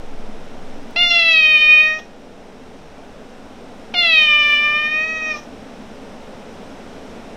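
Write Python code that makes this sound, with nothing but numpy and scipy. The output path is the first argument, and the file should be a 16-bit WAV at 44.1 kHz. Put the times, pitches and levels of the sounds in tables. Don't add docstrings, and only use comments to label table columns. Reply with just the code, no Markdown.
import sys
import numpy as np
from scipy import signal
from scipy.fft import rfft, irfft, next_fast_len
from scipy.io import wavfile
from scipy.ndimage import uniform_filter1d

SR = 44100
rng = np.random.default_rng(int(sys.argv[2]) if len(sys.argv) > 2 else 0)


def int16_out(signal):
    q = np.round(np.clip(np.atleast_2d(signal).T, -1, 1) * 32767)
    wavfile.write(sys.argv[1], SR, q.astype(np.int16))


def invert_db(x):
    u = np.asarray(x, float) / 20
    return 10 ** u


N = 324600
CUTOFF_HZ = 15850


def rms_one(x):
    return x / np.sqrt(np.mean(x ** 2) + 1e-20)


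def in_time(rows, t):
    s, *columns = np.transpose(rows)
    return [np.interp(t, s, c) for c in columns]


def at_hz(points, hz):
    point_hz, point_db = np.transpose(points)
    return np.interp(np.log(hz), np.log(point_hz), point_db)


def drift(rate_hz, size):
    r = np.exp(-2 * np.pi * rate_hz / SR)
    settle = 9000
    noise = rng.standard_normal(size + settle)
    return rms_one(signal.lfilter([1], [1, -2 * r, r * r], noise)[settle:])


def peak(hz, centre_hz, width_hz):
    return 1 / (1 + (2 * (hz - centre_hz) / width_hz) ** 2)


def shaped_noise(gain_at):
    size = next_fast_len(N)
    hz = np.maximum(np.arange(size // 2 + 1) * SR / size, 1)
    return rms_one(irfft(rfft(rng.standard_normal(size)) * gain_at(hz), size)[:N])


def swell(t, s, length_s):
    return np.exp(-(2 * (t - s) / length_s) ** 2)


def swells_db(t, rows):
    return sum(db * swell(t, s, length_s) for s, db, length_s in rows)


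def hum():
    # frequency [Hz], density [dB per Hz].
    hum_points = [(26, -55.5), (45, -16), (75, -6), (124, -15), (233, 0.5), (317, -10), (401, -7.5),
                  (431, -5), (464, -6.5), (731, -9), (1070, -17), (1500, -22), (1950, -47), (3300, -120)]
    # frequency [Hz], density [dB per Hz].
    hiss_points = [(900, -15.5), (1400, -2), (2500, -4.5), (3800, -8.5), (4500, -14), (5500, -10.5),
                   (6800, -18.5), (8500, -20), (10500, -27.5), (12500, -31), (15800, -38)]
    # centre [Hz], width [Hz], level [dB].
    duct_rows = [(275, 28, -41), (449.5, 63, -43)]
    # start [s], depth [dB], recovery [s].
    duck_rows = [
        (-.5, 3.5, 3),
        (1.05, 6.5, 3.1),
        (4.0, 4, 0.75),
    ]
    level_db, duck_s = -37, 0.056
    t = np.arange(N) / SR
    air = invert_db(5.5) * shaped_noise(lambda hz: invert_db(at_hz(hum_points, hz)) * (hz > hum_points[0][0]))
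    air += invert_db(-5.0) * shaped_noise(lambda hz: invert_db(at_hz(hiss_points, hz)) * (hz > hiss_points[0][0]))
    for centre_hz, width_hz, duct_db in duct_rows:
        duct_gain = invert_db(duct_db + 34.0 + 2.0 * drift(1.5, size=N))
        air += duct_gain * shaped_noise(lambda hz: peak(hz, centre_hz, width_hz))
    duck_db = np.zeros(N)
    for s, depth_db, recovery_s in duck_rows:
        since_s = np.maximum(t - s, 0)
        duck_db += depth_db * (1 - np.exp(-since_s / duck_s)) * np.exp(-since_s / recovery_s)
    return invert_db(level_db - duck_db - 3.5 + 0.16 * drift(1.1, size=N)) * air


def shake():
    # centre [s], length [s], sway level [dB], knock level [dB].
    regrip_rows = [
        (0.214, 0.46, -24.5, -40),
        (0.705, 0.35, -28, -71),
        (1.046, .15, -31, -62),
        (1.667, .08, -49, -45.5),
    ]
    sway_hz, sway_db, sway_waver_db = 10.7, -42, 1.5
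    knock_db, knock_waver_db = -56.5, 3.5
    t = np.arange(N) / SR
    sway_gain = invert_db(sway_db + sway_waver_db * drift(2.0, size=N))
    knock_gain = invert_db(knock_db + knock_waver_db * drift(2.2, size=N))
    for s, length_s, grip_sway_db, grip_knock_db in regrip_rows:
        bump = swell(t, s, length_s)
        sway_gain += invert_db(grip_sway_db) * bump
        knock_gain += invert_db(grip_knock_db) * bump
    rate_hz = sway_hz * (1 + 0.029 * drift(2.13, size=N))
    sway = np.sqrt(2) * np.cos(2 * np.pi * np.cumsum(rate_hz) / SR)
    return sway_gain * sway + knock_gain * shaped_noise(lambda hz: peak(hz, 30, 22) ** 2)


def ticks():
    # start [s], peak [dB].
    tick_rows = [
        (.832, -51),
        (.908, -42),
        (3.796, -53),
    ]
    out = np.zeros(N)
    tail = np.exp(-np.arange(200) / SR / 0.0008)
    for s, peak_db in tick_rows:
        start = round(s * SR)
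        out[start:start + 200] += invert_db(peak_db) * tail * rng.standard_normal(200)
    return signal.sosfilt(signal.butter(2, 2500, "high", fs=SR, output="sos"), out)


def line_heights(hz, since_s, throat_hz, nose_hz, throat_db, levels_db, jaw, lips, tongue):
    # frequency [Hz], level [dB].
    edge_points = [(5500, -28.5), (6800, 2.5), (7800, -3.5), (8800, -1), (10000, 0.5), (11500, -9.5),
                   (13500, 0), (15500, -9.5)]
    chest_hz, chest_width_hz, chest_bright_db = 897, 2100, -2
    throat_width_hz = 1500 * (0.61 + 1.74 * (1 - 0.61) * lips)
    mouth_hz, mouth_width_hz = 2970 + 1300 * tongue, 2110
    nose_hz = nose_hz + 1970 * np.maximum(0.55 - lips, 0)
    edge_db_per_octave = 1.1 * (throat_db + 14) + 5 * (lips - 0.65)
    edge_db = at_hz(edge_points, hz) + edge_db_per_octave * np.log2(hz / 7000)
    shapes = [peak(hz, throat_hz, throat_width_hz) ** 3,
              peak(hz, chest_hz, chest_width_hz) ** 3 * invert_db(chest_bright_db * np.log2(hz / chest_hz)),
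              peak(hz, mouth_hz, mouth_width_hz) ** 3,
              peak(hz, nose_hz, 1400) ** 2,
              invert_db(edge_db) * (hz > edge_points[0][0])]
    heights = 0
    for shape, level_db in zip(shapes, levels_db):
        heights = heights + invert_db(level_db) * shape / np.sqrt(np.sum(shape ** 2, axis=0) / 2)
    cavity_db = 11 * peak(hz, 1182, 68)
    notch_db = -13 * np.maximum(2 * jaw - 0.6, 0) * peak(hz, 1100, 51)
    waver_db = [0.22 * min(k, 9) * drift(30.0, size=len(since_s)) for k in range(1, len(hz) + 1)]
    return heights * invert_db(cavity_db + notch_db) * invert_db(waver_db)


def meow(rows, hook_hz):
    # centre [s], rise [dB], length [s].
    surge_rows = [
        (4.53, 4, .07),
        (5.0, 2.5, 0.076),
        (5.316, 4.5, 0.026),
    ]
    # centre [s], added nose level [dB], length [s].
    nasal_rows = [
        (1.12, 15.5, 0.19),
        (4.45, 7.5, 0.38),
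        (5.36, 7.5, 0.21),
    ]
    # centre [s], added rasp [dB], length [s].
    catch_rows = [(1.04, 6, .012), (1.07, 7, .012), (1.19, 5, .015), (1.27, 4, .25), (1.322, 10, .028),
                  (1.375, 5, .015), (1.446, 10, .008), (1.871, 13, .007), (4.2, 4, .25), (4.655, 8, .008)]
    attack_s, attack_db = 0.0081, -3
    release_s, release_db_per_s = 0.03, 700
    start_s, close_s = rows[0][0], rows[-1][0]
    start, stop = round(start_s * SR), round((close_s + release_s) * SR)
    t = np.arange(start, stop) / SR
    size, since_s = len(t), t - t[0]
    pitch_hz, effort_db, jaw, lips, tongue = in_time(rows, t)

    ends_db = attack_db * np.maximum(1 - since_s / attack_s, 0)
    ends_db = ends_db - release_db_per_s * np.maximum(t - close_s, 0)
    throat_db = effort_db + ends_db + swells_db(t, surge_rows)
    chest_db = -35 + 0.1134 * (pitch_hz - 646) + 0.2 * ends_db - throat_db
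    mouth_db = -34 + 35 * lips
    nose_db = -46 + 0.15 * (throat_db + 12) + swells_db(t, nasal_rows) - throat_db
    edge_db = -53.5 + 16.5 * lips - 14 * np.exp(-since_s / 0.026)
    levels_db = [0, chest_db, mouth_db, nose_db, edge_db]

    pitch_hz = uniform_filter1d(pitch_hz, size=1000) * (1 + 0.0028 * drift(34.0, size=size))
    pitch_hz = pitch_hz + hook_hz * np.exp(-since_s / 0.004)
    order = np.arange(1, 26)[:, None]
    hz = order * pitch_hz
    throat_hz, nose_hz = 1874 + 955 * jaw, 5350
    heights = line_heights(hz, since_s, throat_hz, nose_hz, throat_db, levels_db, jaw, lips, tongue)
    turn = -0.7 + 2.36 * np.arctan((hz - throat_hz) / 500) + 2.4 * np.arctan((hz - nose_hz) / 900)

    rasp_db = -54 + 11.5 * lips + 10 * np.exp(-since_s / 0.008)
    rasp_db = rasp_db + 16 * np.exp(-np.maximum(close_s - t, 0) / 0.02)
    rasp_db = rasp_db + 2 * drift(40.0, size=size) + swells_db(t, catch_rows)
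    leak = invert_db(rasp_db + 6.5) * shaped_noise(lambda f: peak(f, 5500, 4500) ** 3)[:size]
    early = 0.7 * invert_db(rasp_db) * drift(350.0, size=size)
    cycles = 2 * np.pi * np.cumsum(pitch_hz) / SR + early
    tone = np.sum(heights * (hz < CUTOFF_HZ) * np.cos(order * cycles - turn), axis=0)
    rasp = 1 + 0.12 * invert_db(rasp_db) * drift(300.0, size=size)
    flutter = invert_db(0.45 * drift(30.0, size=size))
    fade = np.minimum(1, np.minimum(since_s / 0.0015, (t[-1] - t) / 0.008))
    out = np.zeros(N)
    out[start:stop] = invert_db(throat_db) * (tone * rasp + leak) * flutter * fade
    return out


def puffs():
    # centre [s], level [dB], length [s], brightness [dB].
    puff_rows = [(.963, -30, .008, -14), (3.943, -26, .007, -14), (1.872, -48, .006, -3),
                 (1.96, -58, .08, 6), (1.994, -37, .02, -9), (2.04, -60, .06, 3), (4.22, -40, .09, -8),
                 (5.368, -39, .026, -6), (5.39, -43, .025, -2), (5.43, -57, .05, 5)]
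    t = np.arange(N) / SR
    dark = shaped_noise(lambda hz: peak(hz, 3200, 3100) ** 3 + 2.4 * peak(hz, 760, 600) ** 2
                        + 0.5 * peak(hz, 1600, 1200) ** 2)
    bright = shaped_noise(lambda hz: peak(hz, 5550, 1200) ** 2 + 0.45 * peak(hz, 6000, 2500) ** 3
                          + 0.06 * peak(hz, 13500, 4000) ** 2)
    out = np.zeros(N)
    for s, level_db, length_s, bright_db in puff_rows:
        near = slice(round((s - 2 * length_s) * SR), round((s + 2 * length_s) * SR))
        air = dark[near] + invert_db(bright_db) * bright[near]
        out[near] += invert_db(level_db) * swell(t[near], s, length_s) * air
    return out


def room(x):
    t60_s, level_db, wall_cut_hz = 0.33, -11.5, 44000
    floor_s, floor_db = 0.0016, -21
    size = next_fast_len(N + SR)
    hz = np.arange(size // 2 + 1) * SR / size
    answer = 1 + invert_db(floor_db) * np.exp(-2j * np.pi * hz * floor_s)
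    for k, lag_s in enumerate(rng.uniform(0.0082, 0.032, 10)):
        wall = 1 / (1 + 1j * hz / wall_cut_hz) ** (lag_s * 20)
        trip = invert_db(-60 * lag_s / t60_s) * np.exp(-2j * np.pi * hz * lag_s) * wall
        answer = answer + invert_db(level_db - 9) * (-1) ** k * trip / (1 - trip)
    return irfft(rfft(x, size) * answer, size)[:N]


def scene():
    # time [s], pitch [Hz], effort [dB], jaw opening [0-1],
    # lips apart [0-1], tongue forward [0-1].
    calls = [
        [(0.96, 685.3, -16, 0.73, 0.67, 0.97), (1.01, 707, -17.5, 0.7, 0.96, 0.31),
         (1.12, 690.4, -16, 0.73, 0.85, 0.5), (1.3, 657.7, -13, 0.73, 0.76, 0.55),
         (1.4, 629.7, -11.5, 0.73, 0.51, 0.74), (1.58, 613.3, -11.5, 0.66, 0.53, 0.43),
         (1.8, 619.6, -11.5, 0.61, 0.48, 0.5), (1.88, 622, -16.5, 0.37, 0.43, 0.6),
         (1.972, 625.6, -29, 0.38, 0.4, 0.56)],
        [(3.939, 706.7, -22, 0.77, 0.68, 0.74), (3.99, 706.6, -18.5, 0.67, 1, 0.5),
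         (4.17, 627.5, -12.5, 0.69, 0.7, 0.56), (4.29, 600.7, -15, 0.59, 0.78, 0),
         (4.55, 590.4, -17, 0.46, 0.69, 0.03), (4.82, 605.1, -19.5, 0.33, 0.57, 0.16),
         (5.1, 634.1, -22, 0.43, 0.28, 0.77), (5.3, 626.2, -24.5, 0.4, 0.37, 0.5),
         (5.355, 594.5, -31.5, 0.4, 0.5, 0.9)],
    ]
    hooks_hz = (-45, 202)
    voice = sum(meow(rows, hook_hz) for rows, hook_hz in zip(calls, hooks_hz))
    cat = room(voice + puffs() + ticks())
    return (cat + hum() + shake())[None]


def top_cut(x):
    return signal.sosfilt(signal.butter(12, 15950, fs=SR, output="sos"), x)


def record(dry):
    cut = signal.ellip(12, 0.5, 60, CUTOFF_HZ, fs=SR, output="sos")
    mix = signal.sosfilt(cut, dry)
    return top_cut(mix)


dry = scene()
out = record(dry)
int16_out(out)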